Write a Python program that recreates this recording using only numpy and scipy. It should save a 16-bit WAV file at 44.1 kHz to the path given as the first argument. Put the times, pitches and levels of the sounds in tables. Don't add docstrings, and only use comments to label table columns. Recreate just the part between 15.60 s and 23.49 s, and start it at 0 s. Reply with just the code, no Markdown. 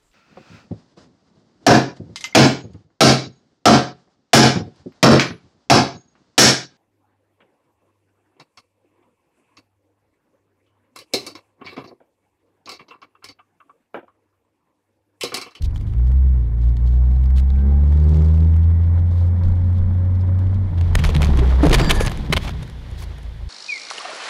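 import sys
import numpy as np
from scipy import signal
from scipy.fft import rfft, irfft
from scipy.io import wavfile
from scipy.ndimage import uniform_filter1d

SR = 44100
rng = np.random.default_rng(int(sys.argv[2]) if len(sys.argv) > 2 else 0)


def how_loud(loudness_db):
    steps = np.asarray(loudness_db, float) / 20
    return 10 ** steps


def master_out(mix):
    frames = np.transpose(np.atleast_2d(mix))
    ceiling = np.clip(frames, -1, 1)
    pcm = np.round(ceiling * 32767).astype(np.int16)
    wavfile.write(sys.argv[1], SR, pcm)


N = 347895
TIME = np.arange(N) / SR


def engine():
    turn = [(58, 1.9, .9), (63, 2.5, 2.1), (66, 2.9, 3.7), (70, 4.2, 3.2), (78, 4.2, 3.4), (82, 3.8, 3.5),
            (87, 3.4, 3.5), (94, 4.5, 4.5)]
    # multiple, level_db (over the second multiple)
    upper = [(4, -26), (5, -20), (6, -23), (7, -25), (8, -29), (9, -36)]
    # multiple (of the firing rate), start_s, end_s, level_db
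    whines = [(11.8, .95, 1.25, -56), (11.75, 1.15, 1.95, -58), (11.7, 1.75, 2.05, -52),
              (11.4, 1.98, 2.25, -50), (11.5, 2.2, 2.5, -59), (11, 2.35, 2.8, -58), (12, 2.35, 2.8, -58),
              (6.03, 3.2, 5.08, -51), (2.315, 3.3, 5.15, -38.5), (23, 2.9, 3.5, -65),
              (22.9, 1.85, 2.3, -61)]
    cabin_hz, cabin_width_hz = 208, 14

    firing_hz, first_db, second_db, uneven_db = driver()
    phase = 2 * np.pi * np.cumsum(firing_hz * (1 + .0015 * walk(12))) / SR
    turn_hz, second_rad, third_rad = np.transpose(turn)
    turn2 = np.interp(firing_hz, turn_hz, second_rad)
    turn3 = np.interp(firing_hz, turn_hz, third_rad)

    lump_db = (.4 + 3.0 * np.minimum(how_loud(uneven_db - first_db), .6)) * walk(20)
    out = how_loud(first_db + .6 + lump_db) * np.cos(phase)
    out += how_loud(second_db + 1.5) * np.cos(2 * phase + turn2)

    resonance = 1 / (1 + ((3 * firing_hz - cabin_hz) / (cabin_width_hz / 2)) ** 2)
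    swell = .3 * np.clip((88 - firing_hz) / 8, .3, 1) + resonance
    out += how_loud(first_db - 20 + 1.5 * walk(8)) * swell * np.cos(3 * phase + turn3)

    halves = np.cos(1.5 * phase) + np.cos(phase / 2) / 2 + np.cos(2.5 * phase) / 5
    out += how_loud(uneven_db + 2.5 * np.clip(walk(27), -2, 1.2) + lump_db) * halves

    strain_db = np.maximum(second_db, first_db - 28 + 14 * swell)
    for multiple, db in upper:
        level = how_loud(db + 2.0 * strain_db + 23 + 1.0 * walk(9))
        out += level * np.cos(multiple * (phase + 3.48))

    for multiple, start_s, end_s, db in whines:
        level = gate(start_s, end_s, .12) * how_loud(db + 3.5 * walk(22))
        out += level * np.sin(multiple * phase + .7 * walk(40))

    boom_db = np.maximum(second_db, -29.5 + (second_db + 28) / 2)
    buzz_level = how_loud(42 + 2.6 * boom_db + 3 * first_db + .8 * walk(70))
    strikes = np.exp(-((phase / np.pi + .12) % 1) / .2) * how_loud(9.0 * np.sin(phase / 2) ** 2)
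    buzz = strikes * band(band(noise(), 3300, 2600), 3600, 9000)
    return np.sqrt(2) * out + buzz_level * unit(buzz)


def driver():
    # time_s, firing_hz
    revs = [(0, 44.57), (.3, 54.44), (.58, 66.2), (.72, 63.6), (.9, 55.6), (1.0, 58.63), (1.2, 58.9),
            (2.0, 68), (2.5, 76.9), (3.0, 82.25), (3.5, 86.75), (4.75, 92), (5.02, 94.8), (5.2, 85),
            (5.33, 87), (5.42, 78.37), (5.7, 71.76), (5.8, 63.23)]
    # firing_hz, level_db
    boom = [(44, -16.5), (54.5, -16), (59, -13.5), (62, -13), (82, -12), (88, -15.5), (95, -16.5)]
    # firing_hz, level_db
    second_answer = [(44, -29.5), (63, -27), (66, -34.5), (69, -31), (74, -25), (77.5, -21.5),
                     (80.5, -25.5), (87, -40.5), (95, -45)]
    # time_s, depth_db, half_length_s
    lifts = [
        (.9, 5, 0.11),
        (1.165, 4, 0.045),
        (5.11, 8, 0.059),
        (5.385, 6, 0.025),
        (5.48, 5.5, 0.16),
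        (7.08, 11.5, 0.055),
        (7.23, 9, 0.067),
        (7.555, 9, 0.04),
        (7.752, 7, 0.03),
    ]
    clutch_s, slip_db = .36, -13
    coast_s, coast_db = 5.1, -6.5
    idle_from_s, idle_fade_s, idle_sag_hz_per_s = 6.05, .09, 6.5
    idle_db, idle_fall_db_per_s = -27, 3
    idle_second_db, idle_second_fall_db_per_s = -38, 6

    after_s = np.maximum(TIME - idle_from_s, 0)
    idle = np.minimum(after_s / idle_fade_s, 1)
    firing_hz, = curves(revs)

    first_db = np.interp(firing_hz, *np.transpose(boom)) + slip_db * (1 - gate(clutch_s, 99, .0076))
    first_db += idle * (idle_db - idle_fall_db_per_s * after_s - first_db)
    first_db -= sum(depth_db * hump for depth_db, hump in swells(lifts))

    second_db = np.interp(firing_hz, *np.transpose(second_answer)) + coast_db * gate(coast_s, 99, .1)
    idle_second = idle_second_db - idle_second_fall_db_per_s * after_s + 4.2 * walk(13)
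    second_db += idle * (idle_second - second_db)

    weaker_db = np.max(boom, axis=0)[1] - first_db
    uneven_db = -43 + .6741 * weaker_db - .34 * (firing_hz - 65)
    uneven_db += idle * (first_db - 5 - uneven_db)
    return firing_hz - idle_sag_hz_per_s * np.maximum(after_s - .4, 0), first_db, second_db, uneven_db


def thuds():
    # time_s, peak_db, pitch_hz, decay_s
    body = [(5.39, -6, 133, 0.084), (5.555, -9.5, 148, 0.24), (5.689, -13, 159.6, 0.15),
            (5.801, -11, 121.5, 0.14), (6.061, -1.5, 158.6, 0.083), (6.111, -9, 146, 0.055),
            (6.208, -12.5, 124, 0.12), (6.701, -12.5, 158.2, 0.19), (6.769, -23.5, 206, 0.14),
            (3.85, -13, 28.8, 0.37), (4.2, -15, 27.7, 0.4), (6.37, -16.5, 140, 0.13),
            (6.755, -11.5, 68, 0.15), (6.59, -24.5, 208, 0.23)]
    # time_s, peak_db, pitch_hz, decay_s
    knocks = [
        (5.491, -26, 457, 0.094),
        (5.787, -16, 302, 0.091),
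        (5.815, -16, 394, 0.12),
        (6.031, -0.5, 299.2, 0.15),
        (6.112, -10, 347, 0.083),
        (6.21, -14, 310, 0.072),
        (6.298, -15.5, 399, 0.096),
        (6.409, -6, 480, 0.02),
        (6.729, -13.5, 380, 0.053),
    ]
    # time_s, peak_db, pitch_hz, decay_s
    rocking = [
        (6.083, -7.5, 33.23, .7),
        (6.166, -7, 40.6, .5),
        (6.246, -9, 30, 0.4),
        (6.293, -8, 27, .5),
        (6.275, -14, 170.3, 0.12),
        (6.465, -13.5, 117, 0.13),
        (6.943, -25, 70, 0.22),
        (7.0, -20, 64.7, .12),
        (7.127, -26, 62, .1),
        (7.32, -20, 66.6, 0.13),
    ]

    def ring(rows):
        out = np.zeros(N)
        for s, db, hz, t60_s in rows:
            out += decays([s], [db], [t60_s]) * np.sin(2 * np.pi * hz * (TIME - s))
        return out

    return ring(body + knocks) * how_loud(.1 + 2.2 * walk(150)) + ring(rocking)


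def crush():
    # start_s, end_s, level_db, centre_hz
    folds = [
        (6.025, 6.082, -13.5, 410),
        (6.104, 6.16, -25.5, 500),
        (6.175, 6.234, -22, 650),
        (6.285, 6.34, -26, 600),
        (6.33, 6.5, -42, 500),
        (5.7, 5.752, -36, 800),
        (5.804, 5.863, -35, 900),
        (5.887, 5.947, -36.5, 890),
    ]
    out = np.zeros(N)
    for start_s, end_s, db, hz in folds:
        crunch = band(band(grit(250, 3.1), hz, hz), hz, 2 * hz)
        out += how_loud(db) * gate(start_s, end_s, .028) * unit(crunch)
    return out


def cracks():
    # time_s, peak_db, width_ms, treble_db (over peak)
    slips = [(5.183, -45, 13, -35), (5.2123, -33, 3, -40), (5.354, -10, 3, -12.5), (5.392, -35, 25, -31),
             (5.4398, -19.5, 1.5, -20), (5.445, -21, 0.85, -23), (5.4498, -23, 3.2, -24),
             (5.462, -32.5, 36, -10.5), (5.4922, -25.5, 2.3, -29), (5.5502, -27.5, 8.3, -21),
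             (5.565, -14, 0.61, -11), (5.621, -14, 1.9, -17), (5.6302, -19.5, 2, -22),
             (5.647, -18.5, 1.8, -15), (5.6578, -26, 1.77, -21), (5.64, -27, 2.4, -20),
             (5.67, -29, 2.6, -23), (5.774, -32, 2.9, -5), (5.792, -29, 13, -35)]
    # time_s, peak_db, width_ms, treble_db (over peak)
    crumples = [(6.0366, -28.5, 12.1, -7.5), (6.0562, -30, 3.2, -6), (6.0665, -21.5, 6.4, -9),
                (6.0966, -23, 1.8, -4.5), (6.1122, -23, 2.1, -17), (6.1175, -21, 3.9, -15),
                (6.133, -9, 5.8, -16), (6.1429, -9.5, 2, -8), (6.148, -8, 5.6, -20), (6.158, -22, 2.3, -9),
                (6.1855, -25, 3.9, -11), (6.199, -18, 10, -31), (6.2158, -20, 2.2, -28),
                (6.2464, -16, 1.5, -30), (6.2986, -10.5, 5.3, -26), (6.3045, -9, 1.02, -19),
                (6.3094, -3.5, 2.3, -28), (6.3143, -11.5, 4, -10), (6.355, -37, 30.4, 1),
                (6.3773, -30, 1.3, -10), (6.4081, -25, 8.6, -7.5), (6.4226, -35.5, 27, 1.5),
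                (6.451, -29, 5.2, -8), (6.464, -28.5, 6, 0), (6.4724, -20.5, 4.2, -47),
                (6.4803, -21.5, 1.1, -18), (6.497, -33, 2.1, -7), (6.5186, -34, 5.1, -21)]
    # time_s, peak_db, width_ms, treble_db (over peak)
    drops = [(6.575, -42, 4.9, 1), (7.305, -59, 4.3, 5), (7.584, -47.5, 4, -2), (6.7279, -8.5, 3.6, -21),
             (6.7341, -9, 2, -29), (6.7383, -12, 1.7, -31), (6.766, -13, 0.72, -21),
             (6.7706, -13.5, 3.74, -33), (6.7772, -15.5, 2.7, -22), (6.8351, -42, 4.5, -9),
             (6.8508, -37, 24, -18), (6.88, -32, 16, -34), (6.8932, -34, 2.6, -28), (7.029, -40.5, 9, -6),
             (7.099, -41, 1.8, -6), (7.4256, -42, 11, -3.5), (7.439, -43, 3.4, -11), (7.314, -58, 2.7, 7),
             (7.632, -56, 6, 2)]
    snap_hz, snap_spread = 3200, .12

    s, db, ms, high_db = np.transpose(slips + crumples + drops)
    hz = snap_hz * np.exp(snap_spread * np.clip(rng.standard_normal(len(s)), -2, 2))
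    low_db = -6 + .2088 * (db.max() - db)
    mid = band(band(grit(1500, 1.6), 2180, 1970), 2100, 2900)
    low = band(band(noise(), 550, 1500), 590, 1700)
    high = sum(band(band(noise(), top_hz, 1500), top_hz, 3600) for top_hz in (6400, 10000))

    out = bumps(s, db - 2.5, ms) * unit(mid)
    out += pings(s, db - 6.5, ms, hz, 850)
    out += bumps(s, db + low_db - .6, 1.35 * ms) * unit(low)
    return out + bumps(s, db + high_db - .6, ms) * unit(high)


def metal():
    # pitch_hz, start_s, end_s, level_db
    rings = [
        (1690, 6.16, 6.5, -35),
        (1782, 6.2, 6.48, -37),
        (3644, 6.23, 6.28, -43),
        (4718, 6.19, 6.49, -44),
        (4718, 6.195, 6.3, -37),
        (7375, 6.18, 6.3, -45),
        (3700, 7.02, 7.042, -41),
        (3520, 4.178, 4.204, -56),
        (3450, 4.935, 4.96, -55),
        (12550, 6.49, 6.535, -55),
    ]
    out = np.zeros(N)
    for hz, start_s, end_s, db in rings:
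        out += gate(start_s, end_s, .013) * how_loud(db + 2.0 * walk(90)) * np.sin(2 * np.pi * hz * TIME)
    return out


def ticks():
    # time_s, peak_db, resonance_hz, width_ms
    trim = [(0.1604, -38, 2900, 2.4), (0.167, -41, 3200, 1.4), (0.179, -48, 3980, 5),
            (0.212, -56, 2000, 6.2), (0.337, -47, 2120, 3.4), (1.017, -51, 4500, 2),
            (3.514, -52, 5500, 1.5), (4.043, -54, 3800, 5.15), (1.563, -48.5, 4000, 3),
            (1.1693, -40, 3800, 2.5), (1.275, -55, 4000, 8), (1.6409, -43, 2800, 2.7),
            (1.659, -45, 4500, 2.2), (1.773, -52, 4860, 5), (1.7841, -40, 2700, 10),
            (1.799, -41, 2192, 2.5), (1.9035, -42.5, 3900, 1.8), (1.9604, -48, 2500, 2.26),
            (2.3249, -43, 1688, 3.8), (2.779, -51, 2515, 3.1), (2.8052, -45, 3480, 2.1),
            (2.8299, -47, 2600, 2.9), (2.9414, -46, 3200, 2.26), (3.58, -55, 4000, 22),
            (3.609, -54.5, 4000, 12), (3.8363, -45, 4010, 3.4), (3.922, -49, 3900, 6.7),
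            (4.13, -60.5, 2500, 4.06), (4.6112, -51, 5024, 6.3), (4.7914, -49, 2970, 3.24),
            (4.87, -50.5, 3100, 4.9), (4.9457, -49.5, 3300, 5.8), (5.395, -32, 2300, 14),
            (5.444, -23.5, 1250, 5.5)]
    # time_s, peak_db
    taps = [
        (0.11, -48),
        (0.27, -49),
        (0.2994, -55),
        (0.3257, -50),
        (0.3839, -46.5),
        (0.4713, -51.5),
        (0.4809, -49),
        (0.5173, -49),
        (1.705, -49),
    ]
    # time_s, peak_db, resonance_hz
    clunks = [(0.159, -40, 867), (0.21, -38.5, 896), (0.47, -40, 638), (0.517, -40.5, 622),
              (1.512, -43, 735), (1.703, -41, 668), (2.74, -38, 719), (2.778, -39, 676),
              (2.963, -37.5, 694), (3.851, -39, 600), (3.884, -38, 921), (4.129, -45, 659),
              (4.789, -38, 684), (5.388, -25.5, 1030), (5.754, -28, 764), (6.516, -23.5, 756),
              (6.892, -28, 721), (7.076, -36, 1400)]
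    # start_s, length_s, level_db, centre_hz
    scrapes = [(0.018, 0.011, -33.5, 3700), (0.031, 0.036, -44, 3630), (0.137, 0.05, -59, 4500),
               (0.191, 0.051, -62, 3000), (0.256, 0.06, -63, 3200), (1.017, 0.038, -62, 4000),
               (1.07, 0.038, -61, 3580), (1.25, 0.049, -59.5, 3970), (1.294, 0.087, -63, 3580),
               (1.756, 0.054, -47, 3700), (3.5, 0.19, -61.5, 3600), (3.832, 0.08, -66, 3700),
               (4.175, 0.02, -55.5, 3580), (5.49, 0.022, -35, 2498), (5.602, 0.06, -38, 2200),
               (6.811, 0.052, -43.5, 2980), (7.373, 0.079, -48.5, 4000), (7.375, 0.076, -59, 12000)]
    tap_hz, tap_ms, clunk_ms = 2600, 2, 3.4

    s, db, hz, ms = np.transpose(trim + [(tap_s, tap_db, tap_hz, tap_ms) for tap_s, tap_db in taps])
    out = bumps(s, db - 4.5, ms) * unit(band(noise(), 1500, 980))
    out += pings(s, db - 2.5, ms, hz, 800)
    out += bumps(s, db - 23.5, ms) * unit(band(noise(), 10000, 6900))

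    s, db, hz = np.transpose(clunks)
    out += pings(s + .0023, db - 2.5, clunk_ms + 0 * s, hz, 600)

    highpass = signal.butter(3, 1800, "high", fs=SR, output="sos")
    for start_s, length_s, db, hz in scrapes:
        rasp = signal.sosfilt(highpass, grit(430, 2.2))
        out += how_loud(db) * gate(start_s, start_s + length_s, .011) * unit(band(rasp, hz, .46 * hz))
    return out


def road():
    # pitch_hz, width_hz, level_db
    pan_modes = [
        (105.6, 50, -3.5),
        (149.7, 34, -1.5),
        (212, 42, -9.5),
        (279, 71, -12.5),
    ]
    # pitch_hz, density_db (per Hz)
    roar_spectrum = [(210, -25.5), (350, 0), (532, -3.5), (638, -5.5), (1000, -6.5), (1270, -12.5),
                     (2250, -19.5), (2500, -35), (3250, -58), (5500, -120)]
    # pitch_hz, density_db (per Hz)
    rustle_spectrum = [(880, -28.5), (1500, -3), (1900, -0.5), (2690, -5.5), (3350, -1), (7920, -21.5),
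                       (9560, -22), (12500, -28.5), (14500, -28), (16000, -48.5)]
    # pitch_hz, density_db (per Hz)
    hiss_spectrum = [(880, -31), (1500, -2.5), (1620, -4.5), (2270, -1.5), (2660, -18.5), (3480, -18.5),
                     (5660, -24), (11700, -20), (12900, -36.5), (13900, -26), (16000, -59)]
    settle_s = 6.9

    heave_db, drum_db, roar_db, rustle_db = chassis()
    heave = unit(band(band(noise(), 32, 26), 40, 36))
    drum = np.zeros(N)
    for hz, width_hz, db in pan_modes:
        drum += how_loud(db + 2.4 * walk(11)) * unit(band(band(noise(), hz, width_hz), hz, 2 * width_hz))
    roar = how_loud(.83 * walk(25)) * colour(grit(200, 2.1), roar_spectrum)
    rustle = how_loud(2.0 * walk(60)) * colour(grit(900, 2.9), rustle_spectrum)
    still = gate(settle_s, 99, .1) * .75
    rustle = (1 - still) * rustle + still * 1.3 * colour(noise(), rustle_spectrum)

    out = how_loud(heave_db) * heave + how_loud(drum_db + 5.5) * unit(drum)
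    out += how_loud(roar_db) * roar + how_loud(rustle_db - 1.5) * rustle
    return out + how_loud(-66.0) * colour(noise(), hiss_spectrum)


def chassis():
    # time_s, shake_db
    shake_curve = [(0, -52.5), (1.0, -51.5), (2.2, -46), (2.55, -42.5), (2.9, -46), (5.12, -44.5),
                   (5.5, -39), (5.65, -38), (5.97, -40.5), (6.1, -24), (6.25, -27), (6.4, -31.5),
                   (6.58, -41.5), (6.8, -41.5), (7.0, -45), (7.15, -51.5), (7.35, -47.5), (7.88, -54)]
    # time_s, peak_db, half_length_s
    jolts = [
        (0, -35, 0.27),
        (3.9, -25, 0.08),
        (4.25, -28.5, 0.13),
        (4.92, -31, 0.13),
        (5.45, -20, 0.13),
        (5.73, -18.5, 0.16),
        (6.17, -22, 0.073),
        (6.4, -20, 0.08),
        (6.55, -26, 0.068),
        (7.0, -46, 0.062),
    ]
    rolling_db = -46
    heave_db, drum_db, rustle_db, loose_db = -33, -38, -61, -48
    loose_s = 5.01
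    stop_s, stop_db = 6.79, -10
    skid_s, skid_end_s, skid_db = 5.58, 6.02, 5.5

    shake_db, = curves(shake_curve)
    more_db = shake_db - rolling_db
    stopped, loose = gate(stop_s, 99, .51), gate(loose_s, 99, .47)
    skid = skid_db * gate(skid_s, skid_end_s, .017)
    heave = how_loud(heave_db + stop_db * stopped) + sum(how_loud(db) * hump for db, hump in swells(jolts))
    drum = drum_db + .6432 * (more_db + skid) + stop_db * stopped
    rustle = (1 - loose) * (rustle_db + .77 * more_db) + loose * (loose_db + .7542 * more_db)
    return 20 * np.log10(heave), drum, shake_db + skid, rustle


def cabin(x):
    t60_s, wet_db = .069, -16
    t = TIME[:int(.15 * SR)]
    tail = rng.standard_normal(len(t)) * how_loud(-60 * t / t60_s)
    return x + how_loud(wet_db) * signal.fftconvolve(x, tail / np.sqrt(np.sum(tail ** 2)))[:N]


def noise():
    return rng.standard_normal(N)


def grit(rate_hz, spread_db):
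    k = int(SR / rate_hz)
    grains = np.minimum(rng.exponential(size=N // k + 1), 3)
    return unit(how_loud(spread_db * np.repeat(grains, k)[:N]) * noise())


def walk(rate_hz):
    k = int(SR / rate_hz)
    steps = np.repeat(rng.standard_normal(N // k + 1), k)
    return 1.385 * uniform_filter1d(uniform_filter1d(steps, k), k)[:N]


def band(x, hz, width_hz):
    return signal.lfilter(*signal.iirpeak(hz, hz / width_hz, fs=SR), x)


def colour(x, points):
    hz, db = np.transpose(points)
    log_hz = np.log(np.arange(N // 2 + 1) * SR / N + 1)
    return unit(irfft(rfft(x) * how_loud(np.interp(log_hz, np.log(hz), db, left=-90, right=-90)), N))


def unit(x):
    return x / np.sqrt(np.mean(x ** 2))


def curves(table):
    s, *columns = np.transpose(table)
    return [np.interp(TIME, s, column) for column in columns]


def gate(start_s, end_s, ramp_s):
    return np.clip(np.minimum(TIME - start_s, end_s - TIME) / ramp_s, 0, 1)


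def swells(rows):
    return [(value, np.exp(-np.abs((TIME - s) / half_s) ** 2)) for s, value, half_s in rows]


def decays(times_s, dbs, t60s):
    env = np.zeros(N)
    for s, db, t60_s in zip(times_s, dbs, np.clip(t60s, .004, .9)):
        i = int(s * SR)
        t = TIME[:min(int(t60_s * SR), N - i)]
        env[i:i + len(t)] += how_loud(db - 60 * t / t60_s) * np.minimum(t / .00089, 1)
    return env


def bumps(times_s, dbs, widths_ms):
    env = np.zeros(N)
    for s, db, ms in zip(times_s, dbs, widths_ms):
        i = slice(max(int((s - .03) * SR), 0), int((s + .05) * SR))
        t = (TIME[i] - s) / (ms / 2000)
        env[i] += how_loud(db - 9.6 * np.abs(np.where(t > 0, t / 1.1, t)) ** 1.15)
    return env


def pings(times_s, dbs, widths_ms, hzs, width_hz):
    out, source = np.zeros(N), noise()
    for s, db, ms, hz in zip(times_s, dbs, widths_ms, hzs):
        i = slice(max(int((s - .03) * SR), 0), int((s + .064) * SR))
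        out[i] += bumps([s], [db], [ms])[i] * unit(band(source[i], hz, width_hz))
    return out


def scene():
    mix = engine() + thuds() + crush() + metal() + cabin(cracks() + ticks()) + road()
    return (mix * gate(0, TIME[-1], .004))[None]


def low_pass(x):
    return signal.sosfilt(signal.butter(12, 16380, fs=SR, output="sos"), x)


def record(dry):
    flat = np.clip(dry, -.42, .42)
    lowpass = signal.ellip(8, .2, 60, 15600, fs=SR, output="sos")
    return low_pass(signal.sosfilt(lowpass, flat))


dry = scene()
out = record(dry)
master_out(out)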